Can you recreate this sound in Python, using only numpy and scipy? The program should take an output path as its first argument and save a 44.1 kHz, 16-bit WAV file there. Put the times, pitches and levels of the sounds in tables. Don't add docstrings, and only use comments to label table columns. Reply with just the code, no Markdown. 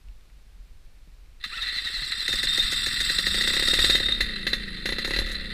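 import sys
import numpy as np
from scipy import signal
from scipy.fft import rfft, irfft
from scipy.io import wavfile
from scipy.ndimage import uniform_filter1d

SR = 44100
rng = np.random.default_rng(int(sys.argv[2]) if len(sys.argv) > 2 else 0)


def volts_from_db(level):
    exponent = np.asarray(level, float) / 20
    return 10 ** exponent


def generate_wav(sig):
    pcm = np.round(np.clip(np.atleast_2d(sig).T, -1, 1) * 32767).astype(np.int16)
    wavfile.write(sys.argv[1], SR, pcm)


N = 243873
T = np.arange(N) / SR
CATCH_S, RELEASE_S = 2.28, 4.5


def unit(x):
    return x / np.sqrt(np.mean(x ** 2))


def white():
    return rng.standard_normal(N)


def wander(samples):
    return unit(uniform_filter1d(white(), size=samples))


def bump(centre_s, half_s):
    return np.exp(-((T - centre_s) / half_s) ** 2)


def curves(table):
    s, *columns = np.transpose(table)
    return [np.interp(T, s, c) for c in columns]


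def butter(x, order, hz, kind="low"):
    return signal.sosfilt(signal.butter(order, hz, kind, fs=SR, output="sos"), x)


def ring(x, hz, width_hz):
    return signal.lfilter(*signal.iirpeak(hz, hz / width_hz, SR), x)


def body(x, spectrum, modes=(), under_db=-6):
    hz = np.maximum(np.arange(4097) * SR / 8192, 1)
    at, db = np.transpose(spectrum)
    power = volts_from_db(np.interp(np.log(hz), np.log(at), db) + under_db) ** 2
    for f, width, top_db in modes:
        power = power + volts_from_db(top_db) ** 2 / (1 + (2 * (hz - f) / width) ** 2) ** 2.15
    ceps = irfft(np.log(power) / 2)
    ceps[1:4096] *= 2
    ceps[4097:] = 0
    taps = irfft(np.exp(rfft(ceps)))
    return signal.fftconvolve(x, unit(taps) / np.sqrt(len(taps)))[:N]


def spikes(times, size):
    out = np.zeros(N)
    np.add.at(out, np.clip((np.asarray(times) * SR).astype(int), 0, N - 1), size)
    return out


def fade(x, decay_s, rise_s):
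    t = T[:8192]
    return signal.fftconvolve(x, (1 - np.exp(-t / rise_s)) * np.exp(-t / decay_s))[:N]


def grit(rate, spread_db, smear_s):
    size = volts_from_db(spread_db * np.minimum(rng.exponential(size=N), 4.0))
    hits = (rng.random(N) < rate / SR) * size
    return unit(white() * (0.64 + unit(fade(hits, smear_s, 0.00057))))


# time in seconds, speed in turns per second.
SPEED = [(0, 8), (1.6, 9.5), (2.25, 14), (2.3, 20), (3.0, 21), (3.2, 24), (3.35, 29), (3.65, 36),
         (3.95, 37), (4.21, 35), (4.45, 26.5), (4.54, 31.8), (4.84, 24), (4.9, 31), (5.05, 32), (5.21, 40),
         (5.45, 30.7), (5.53, 28.7)]


def crank(fired_s):
    free = np.cumsum(curves(SPEED)[0]) / SR
    at = np.interp(np.sort(fired_s), T, free)
    whole = np.concatenate([[0], np.cumsum(np.round(np.diff(at)))])
    return free + uniform_filter1d(np.interp(free, at, whole - at), size=2000)


def each_turn(turns, offset, scatter_db):
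    wraps = np.diff(np.floor(turns - offset), prepend=0) > 0
    return wraps * volts_from_db(scatter_db * white())


# frequency in Hz, level in dB per Hz.
WIND = [(7.1, -38), (12, 2.5), (22, -7.5), (35, -3), (45, -3.5), (54, -11.5), (81, -25), (90, -13.5),
        (120, -61), (200, -120)]
# frequency in Hz, level in dB per Hz.
HISS = [(53, -15.5), (90, -4.5), (168, -11), (264, -16.5), (964, -23.5), (2440, -22), (3370, -25),
        (4090, -23.5), (6570, -31), (7810, -31), (14300, -36.5), (15600, -40)]
# time in seconds, level in dB above the steady rumble.
GUSTS = [(.09, 9), (.17, 5), (.46, 0), (.61, 6), (.74, 5), (.89, 3), (1.02, 0), (1.2, 3), (1.37, 2),
         (1.63, 9.5), (1.99, 9), (2.35, 4.5), (2.48, 7), (2.651, 9), (3.0, 5), (3.3, 7), (3.73, 2),
         (3.8, 8), (3.88, 3), (3.96, 2), (4.22, 7), (4.91, 2), (5.01, -2), (5.22, 8.5), (5.32, 3)]
# time in seconds, level in dB, pitch in Hz.
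TICKS = [
    (0.086, -58.5, 2720),
    (.21, -64, 3500),
    (.3, -64, 2040),
    (1.26, -68, 2300),
    (0.564, -69, 181),
    (1.075, -62, 158),
    (2.02, -46.5, 124),
]
WIND_DB, SHAKE_DB_PER_TURN, GUST_HALF_S, HISS_DB = -48, 0.4784, 0.03, -62


def field(extra_speed):
    wind = unit(body(white(), WIND))
    steady = uniform_filter1d(np.abs(wind), size=4000) ** 0.78
    gusts_db = sum(db * bump(s, GUST_HALF_S) for s, db in GUSTS)
    rumble_db = WIND_DB + SHAKE_DB_PER_TURN * (extra_speed - extra_speed[0]) + gusts_db
    ticks = 0
    for s, db, hz in TICKS:
        push = spikes([s], 1.0) * 3000 / hz ** 0.83
        ticks = ticks + volts_from_db(db + 26) * ring(push, hz, hz / 6)
    return unit(wind / steady) * volts_from_db(rumble_db) + volts_from_db(HISS_DB) * body(white(), HISS) + ticks


# centre in seconds, half length in seconds, pitch in Hz, glide in Hz per second, level in dB.
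WHINE = [
    (1.449, 0.0064, 1250, 5000, -40),
    (1.54, 0.018, 1380, 10000, -39),
    (1.588, 0.014, 1330, 500, -37),
    (1.572, 0.016, 1800, -6000, -39),
]
# centre in seconds, grind level in dB,
# half length in seconds, mesh pitch in Hz, mesh level in dB.
SURGES = [(1.628, -67, 0.014, 1868, -24.5), (1.686, -32, 0.042, 1958, -31),
          (1.773, -29, 0.035, 2036, -27.5), (1.869, -30.5, 0.029, 1908, -27),
          (1.967, -33.5, 0.035, 1994, -27.5), (2.05, -39, 0.032, 2053, -28.5),
          (2.122, -31.5, 0.017, 2002, -28), (2.211, -36, 0.022, 2012, -27), (2.323, -51, 0.0096, 2005, -28),
          (2.391, -33, 0.013, 1990, -24)]


def whine():
    out, waver = 0, 0.5 * wander(200)
    for s, half, hz, glide_hz, db in WHINE:
        phase = 2 * np.pi * (hz * (T - s) + glide_hz * (T - s) ** 2 / 2) + waver
        tone = np.sin(phase) + 0.93 * np.sin(2 * phase) + 0.33 * np.sin(3 * phase)
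        out = out + tone * volts_from_db(db + 2) * bump(s, half)
    for s, _, half, mesh_hz, mesh_db in SURGES:
        phase = 2 * np.pi * mesh_hz * ((T - s) - (T - s) ** 2) + waver
        out = out + volts_from_db(mesh_db) * bump(s, half) * (0.17 * np.sin(phase) + np.sin(2 * phase))
    return out * (1 + 0.12 * wander(120))


# time in seconds, grind level in dB, ring level in dB.
STARTER = [(1.45, -60.5, -60), (2.3, -47, -26.5), (2.5, -43.5, -25.5), (3.0, -42.5, -35.5), (3.6, -41, -26),
           (3.86, -37.5, -27.5), (4.09, -53, -22), (4.22, -64, -33), (4.5, -117, -45)]
# frequency in Hz, level in dB per Hz.
GEARS = [(560, -108), (950, -26), (1890, 2), (2280, -18), (2690, 0.5), (2950, -20), (3650, 11.5),
         (5490, -23), (6030, -34), (7990, -1.5), (11800, -66), (13800, -21), (15600, -90)]
# frequency in Hz, width in Hz, level in dB.
GEAR_MODES = [(1801, 71, -8), (2800, 130, -3), (3258, 67, -1.5), (3630, 33, -2), (4080, 72, 8),
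              (4683, 300, 3.5), (5230, 240, -3), (5550, 170, -3), (7690, 55, 2.5), (7460, 60, -10),
              (8000, 33, -13.5), (8360, 66, 0.5), (9150, 370, -9.5), (9770, 690, -13), (10470, 43, -50.5),
              (13500, 400, -12),
              (1364, 370, -7),
    (3500, 29, 10.5),
]
RING_HZ, RING_RISE_HZ_PER_S, RING_TOP_HZ = 3658, 60, 3712
RING_SWELL_DB, RING_BEAT_DB = 3, 3


def starter(turns, beat):
    grind_db, ring_db = curves(STARTER)
    engaged = np.clip((RELEASE_S - T) / 0.03, 0, 1) * (T > 1.44)
    rub = grit(670, 3.36, 0.0027) * beat * volts_from_db(grind_db + 12.5) * engaged
    grind = body(rub, GEARS, GEAR_MODES, under_db=-4.0)
    ring_hz = np.minimum(RING_HZ + RING_RISE_HZ_PER_S * (T - CATCH_S), RING_TOP_HZ)
    ring_db = ring_db + RING_SWELL_DB * wander(2500) + RING_BEAT_DB * np.cos(2 * np.pi * (turns - 0.3))
    tremble = wander(250)
    level = volts_from_db(ring_db - 2.0 + 3.5 * np.roll(tremble, 9000))
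    free = engaged * np.clip((T - 2.0) / 0.42, 0, 1)
    return grind + np.sin(2 * np.pi * np.cumsum(ring_hz + 16 * tremble) / SR) * level * free


# time in seconds, level in dB.
ENGINE = [(1.4, -54.5), (1.47, -40), (1.6, -34.5), (1.97, -41), (2.1, -39.5), (2.28, -36), (2.45, -35.5),
          (2.67, -33), (3.04, -33.5), (3.49, -34), (3.65, -33.5), (3.85, -30.5), (4.21, -35), (4.54, -36),
          (4.83, -38.5), (5.15, -32), (5.44, -38.5), (5.53, -36.5)]
# frequency in Hz, level in dB per Hz.
CASE = [(560, -101), (950, -32), (1270, -13.5), (1560, -11.5), (1930, -1), (2220, -17), (2760, -8),
        (3000, -22.5), (3570, -6), (4050, -1), (5940, -38.5), (8610, -28), (15200, -46.5)]
# frequency in Hz, width in Hz, level in dB.
CASE_MODES = [(1942, 267, -2), (2666, 44, -8.5), (3110, 53, -9.5), (3570, 15, 2), (4060, 87, 2),
              (4600, 54, -16), (5460, 94, -29)]


def clatter(effort_db, beat):
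    rattle = grit(500, 2.9, 0.0026) * (beat * volts_from_db(effort_db + 1.0) * (T > 1.4))
    labour = sum(volts_from_db(db) * bump(s, half) for s, db, half, _, _ in SURGES)
    strain = body(grit(500, 5.2, 0.0037) * labour, CASE, CASE_MODES, under_db=-6.5)
    return body(rattle, CASE, CASE_MODES, under_db=-2.5) + butter(strain, 2, [1150, 5600], "band")


# time in seconds, level in dB.
PINGS = [(3.975, -5), (4.03, -5), (4.09, 2), (4.185, -5), (4.25, -6), (4.29, -8), (4.38, -20), (4.44, -1),
         (4.61, -9), (4.704, -2), (4.86, -2), (4.905, 7.5), (4.94, -4), (5.1, 2), (5.36, -10), (5.489, -13)]


def impacts(turns, blows, effort_db):
    s, peak_db, treble_db = np.transpose(blows)
    noise = white()
    thud = fade(spikes(s, volts_from_db(peak_db - 11.5)), 0.013, 0.0017)
    snap = fade(spikes(s + 0.00095, volts_from_db(peak_db - 9.5)), 0.0017, 0.00047)
    blow = butter(body(noise * (thud + snap), CASE, CASE_MODES, under_db=-3), 2, 6500)
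    slap = each_turn(turns, 0.8, scatter_db=7) * volts_from_db(effort_db - 20.5) * (T > CATCH_S)
    spray = noise * fade(slap + spikes(s, volts_from_db(peak_db + treble_db - 9.5)), 0.018, 0.00089)
    fins = 2.4 * ring(spray, 11100, 45) * np.clip(T - 2.8, 0.25, 1)
    fins = fins + 1.2 * ring(spray, 6650, 90) + ring(spray, 8350, 120)
    spray = butter(ring(spray, 4800, 3500) + fins, 3, 5200, "high")
    ping_s, ping_db = np.transpose(PINGS)
    return blow + spray + ring(spikes(ping_s, volts_from_db(ping_db - 0.5)), 10120, 35)


def metal(turns, blows):
    effort_db = curves(ENGINE)[0]
    beat = volts_from_db(1.02 * np.cos(2 * np.pi * (turns - 0.2)) + 0.12 * np.cos(4 * np.pi * (turns - 0.1)))
    return starter(turns, beat) + clatter(effort_db, beat) + impacts(turns, blows, effort_db)


# multiple of crank speed, level in dB.
ORDERS_DB = [(5, -7), (6, -2.5), (8, -22), (10, -6)]
# multiple of crank speed, level in dB.
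WHIRR_DB = [(9, -8.5), (10, -8), (11, -3), (13, -5), (14, -2), (15, -6.5), (17, -6), (18, -9.5)]


def intake(turns, level_db):
    gulp = butter(each_turn(turns, 0.45, scatter_db=1) + 0.005 * white(), 2, 320)
    box = ring(ring(gulp, 182, 35.0), 228, 57) + 0.52 * ring(gulp, 99, 105)
    hum = sum(volts_from_db(db) * np.sin(2 * np.pi * k * (turns - 0.3)) for k, db in ORDERS_DB)
    hum = ring(hum, 212, 45)
    fan = np.sin(14 * np.pi * turns) * np.clip((curves(SPEED)[0] - 21) / 8, 0, 1)
    fan = fan * np.interp(T, [5.19, 5.27, 5.42, 5.5], [1, 0.3, 0.3, 1])
    whirr = 0
    for k, db in WHIRR_DB:
        whirr = whirr + volts_from_db(db + 3.8 * wander(3000)) * np.sin(2 * np.pi * k * turns + k * k)
    fan = fan + volts_from_db(-13) * whirr * np.clip((T - 3.2) / 0.2, 0, 1)
    shake = np.sin(2 * np.pi * turns) + 1.4 * ring(gulp, 66, 50) * volts_from_db(47) * (T < CATCH_S)
    return volts_from_db(level_db) * (volts_from_db(58) * box + volts_from_db(4.5) * hum + volts_from_db(6.5) * fan + volts_from_db(1.0) * shake)


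# frequency in Hz, width in Hz, level in dB.
PIPE = [(216, 115, 6), (312, 296, 7), (559.5, 34, 4.5), (773, 51, -9.5), (1090, 90, -14)]
RICH_GAP_S = 0.045


def exhaust(turns, pops, puff_db):
    s, peak_db = np.transpose(pops)
    missed = uniform_filter1d(spikes(s, 1.0), size=600) < 1e-9
    puff = butter(each_turn(turns, 0.062, scatter_db=1.0) * volts_from_db(puff_db + 39.5) * missed, 4, 600)
    pop = spikes(s + 0.001875, volts_from_db(peak_db + 32.5))
    push = pop + puff
    push = push + 0.24 * np.roll(push, int(0.0056 * SR))
    pipe = sum(volts_from_db(db) * ring(push, hz, width) * (-1) ** k for k, (hz, width, db) in enumerate(PIPE))
    pipe = pipe + 1.36 * ring(push, 134, 36) + 0.35 * ring(pop, 704, 147)
    gas = ring(white(), 490, 400) * fade(puff + 0.24 * pop, 0.033, 0.002) * volts_from_db(-44)
    order = np.argsort(s)
    rich = np.diff(s[order], prepend=0) > RICH_GAP_S
    crack = ring(spikes(s[order] + 0.00198, rich * volts_from_db(peak_db[order] + 30)), 795, 154)
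    flow = ring(white(), 430, 90) * volts_from_db(puff_db - 5)
    return crack + flow + pipe + gas


# first in seconds, last in seconds, number of firings.
RUNS = [(2.287, 2.335, 2), (2.435, 3.008, 5), (3.1, 3.268, 3), (3.343, 3.536, 4), (3.377, 3.504, 3),
        (3.566, 3.623, 3), (3.681, 3.681, 1), (3.732, 3.948, 5), (4.001, 4.087, 2), (4.203, 4.203, 1),
        (4.465, 4.529, 2), (4.854, 4.854, 1), (4.888, 4.921, 2), (4.983, 5.046, 2), (5.077, 5.077, 1),
        (5.107, 5.162, 3), (5.187, 5.187, 1), (5.215, 5.215, 1)]
# pop in dB, blow in dB, treble in dB, lag of the blow in seconds.
RUN_FORCE = [(-31.5, -11, -5, -0.0088), (-30, -10.5, -4.5, -0.0062), (-28.5, -8, -10, -.004),
             (-28, -9, -8.5, -0.0028), (-30, -15, -25, -0.0061), (-26, -12, -13, -0.0011),
             (-23.5, -8.5, -8, -0.0079), (-24, -5.5, -9.5, .003), (-25, -14, -31, -.003),
             (-28, -6, -10.5, 0.0028), (-25, -5, -15, 0.0017), (-29, -8, -12, .002),
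             (-27.5, -13, -18, 0.0013), (-27.5, -10.5, -12.5, -0.00038), (-28, -25, -2, -0.0039),
             (-26.5, -11.5, -16, -.001), (-23.5, -10, -11.5, -0.00071), (-27.5, -32, -14, 0.048)]
POP_SCATTER_DB, BLOW_SCATTER_DB = 1.75, 0.5


def firings():
    free = np.cumsum(curves(SPEED)[0]) / SR
    rows = []
    for (first, last, n), force in zip(RUNS, RUN_FORCE):
        angles = np.linspace(*np.interp([first, last], T, free), int(n))
        rows += [(s, *force) for s in np.interp(angles, free, T)]
    rows = np.array(rows)
    rows[:, 1:3] += rng.standard_normal((len(rows), 2)) * [POP_SCATTER_DB, BLOW_SCATTER_DB]
    return rows


# time in seconds, peak level in dB, treble level in dB.
KNOCKS = [(1.4382, -12.5, -12.5), (1.6692, -13.5, -33), (1.8573, -28, -36), (1.9386, -21, -32),
          (2.0212, -15, -36), (2.1194, -11.5, -38), (2.2575, -20, -34), (2.3747, -15, -14),
          (2.4702, -11.5, -28), (2.623, -16, -7), (2.9026, -35, -19), (3.0465, -24, -15),
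          (5.2596, -19, -11.5), (5.314, -20, -9), (5.3413, -21, -38), (5.3958, -19.5, -40)]
# time in seconds, thump level in dB.
SQUEEZES = [
    (1.626, -51),
    (1.725, -47),
    (1.898, -46),
    (2.147, -48.5),
]
IDLE_TURNS_PER_S = 25
INTAKE_DB, INTAKE_CRANKED_DB, INTAKE_DB_PER_TURN = -47, -9.5, -0.2939
PUFF_DB, PUFF_DB_PER_TURN = -48.5, 0.5


def scene():
    fired = firings()
    pops = np.vstack([SQUEEZES, fired[:, :2]])
    fired_blows = np.column_stack([fired[:, 0] + fired[:, 4], fired[:, 2:4]])
    blows = np.vstack([KNOCKS, fired_blows])
    turns, extra = crank(pops[:, 0]), curves(SPEED)[0] - IDLE_TURNS_PER_S
    intake_db = INTAKE_DB + np.where(T < CATCH_S, INTAKE_CRANKED_DB, INTAKE_DB_PER_TURN * extra)
    engine = exhaust(turns, pops, PUFF_DB + PUFF_DB_PER_TURN * extra) + intake(turns, intake_db)
    return (field(extra) + whine() + metal(turns, blows) + (T > 1.45) * engine)[None]


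def band_limit(x):
    return signal.sosfilt(signal.butter(12, 15710, fs=SR, output="sos"), x)


def record(dry):
    top_cut = signal.ellip(10, 0.3, 50, 15330, fs=SR, output="sos")
    mix = signal.sosfilt(top_cut, dry)
    return band_limit(mix)


dry = scene()
out = record(dry)
generate_wav(out)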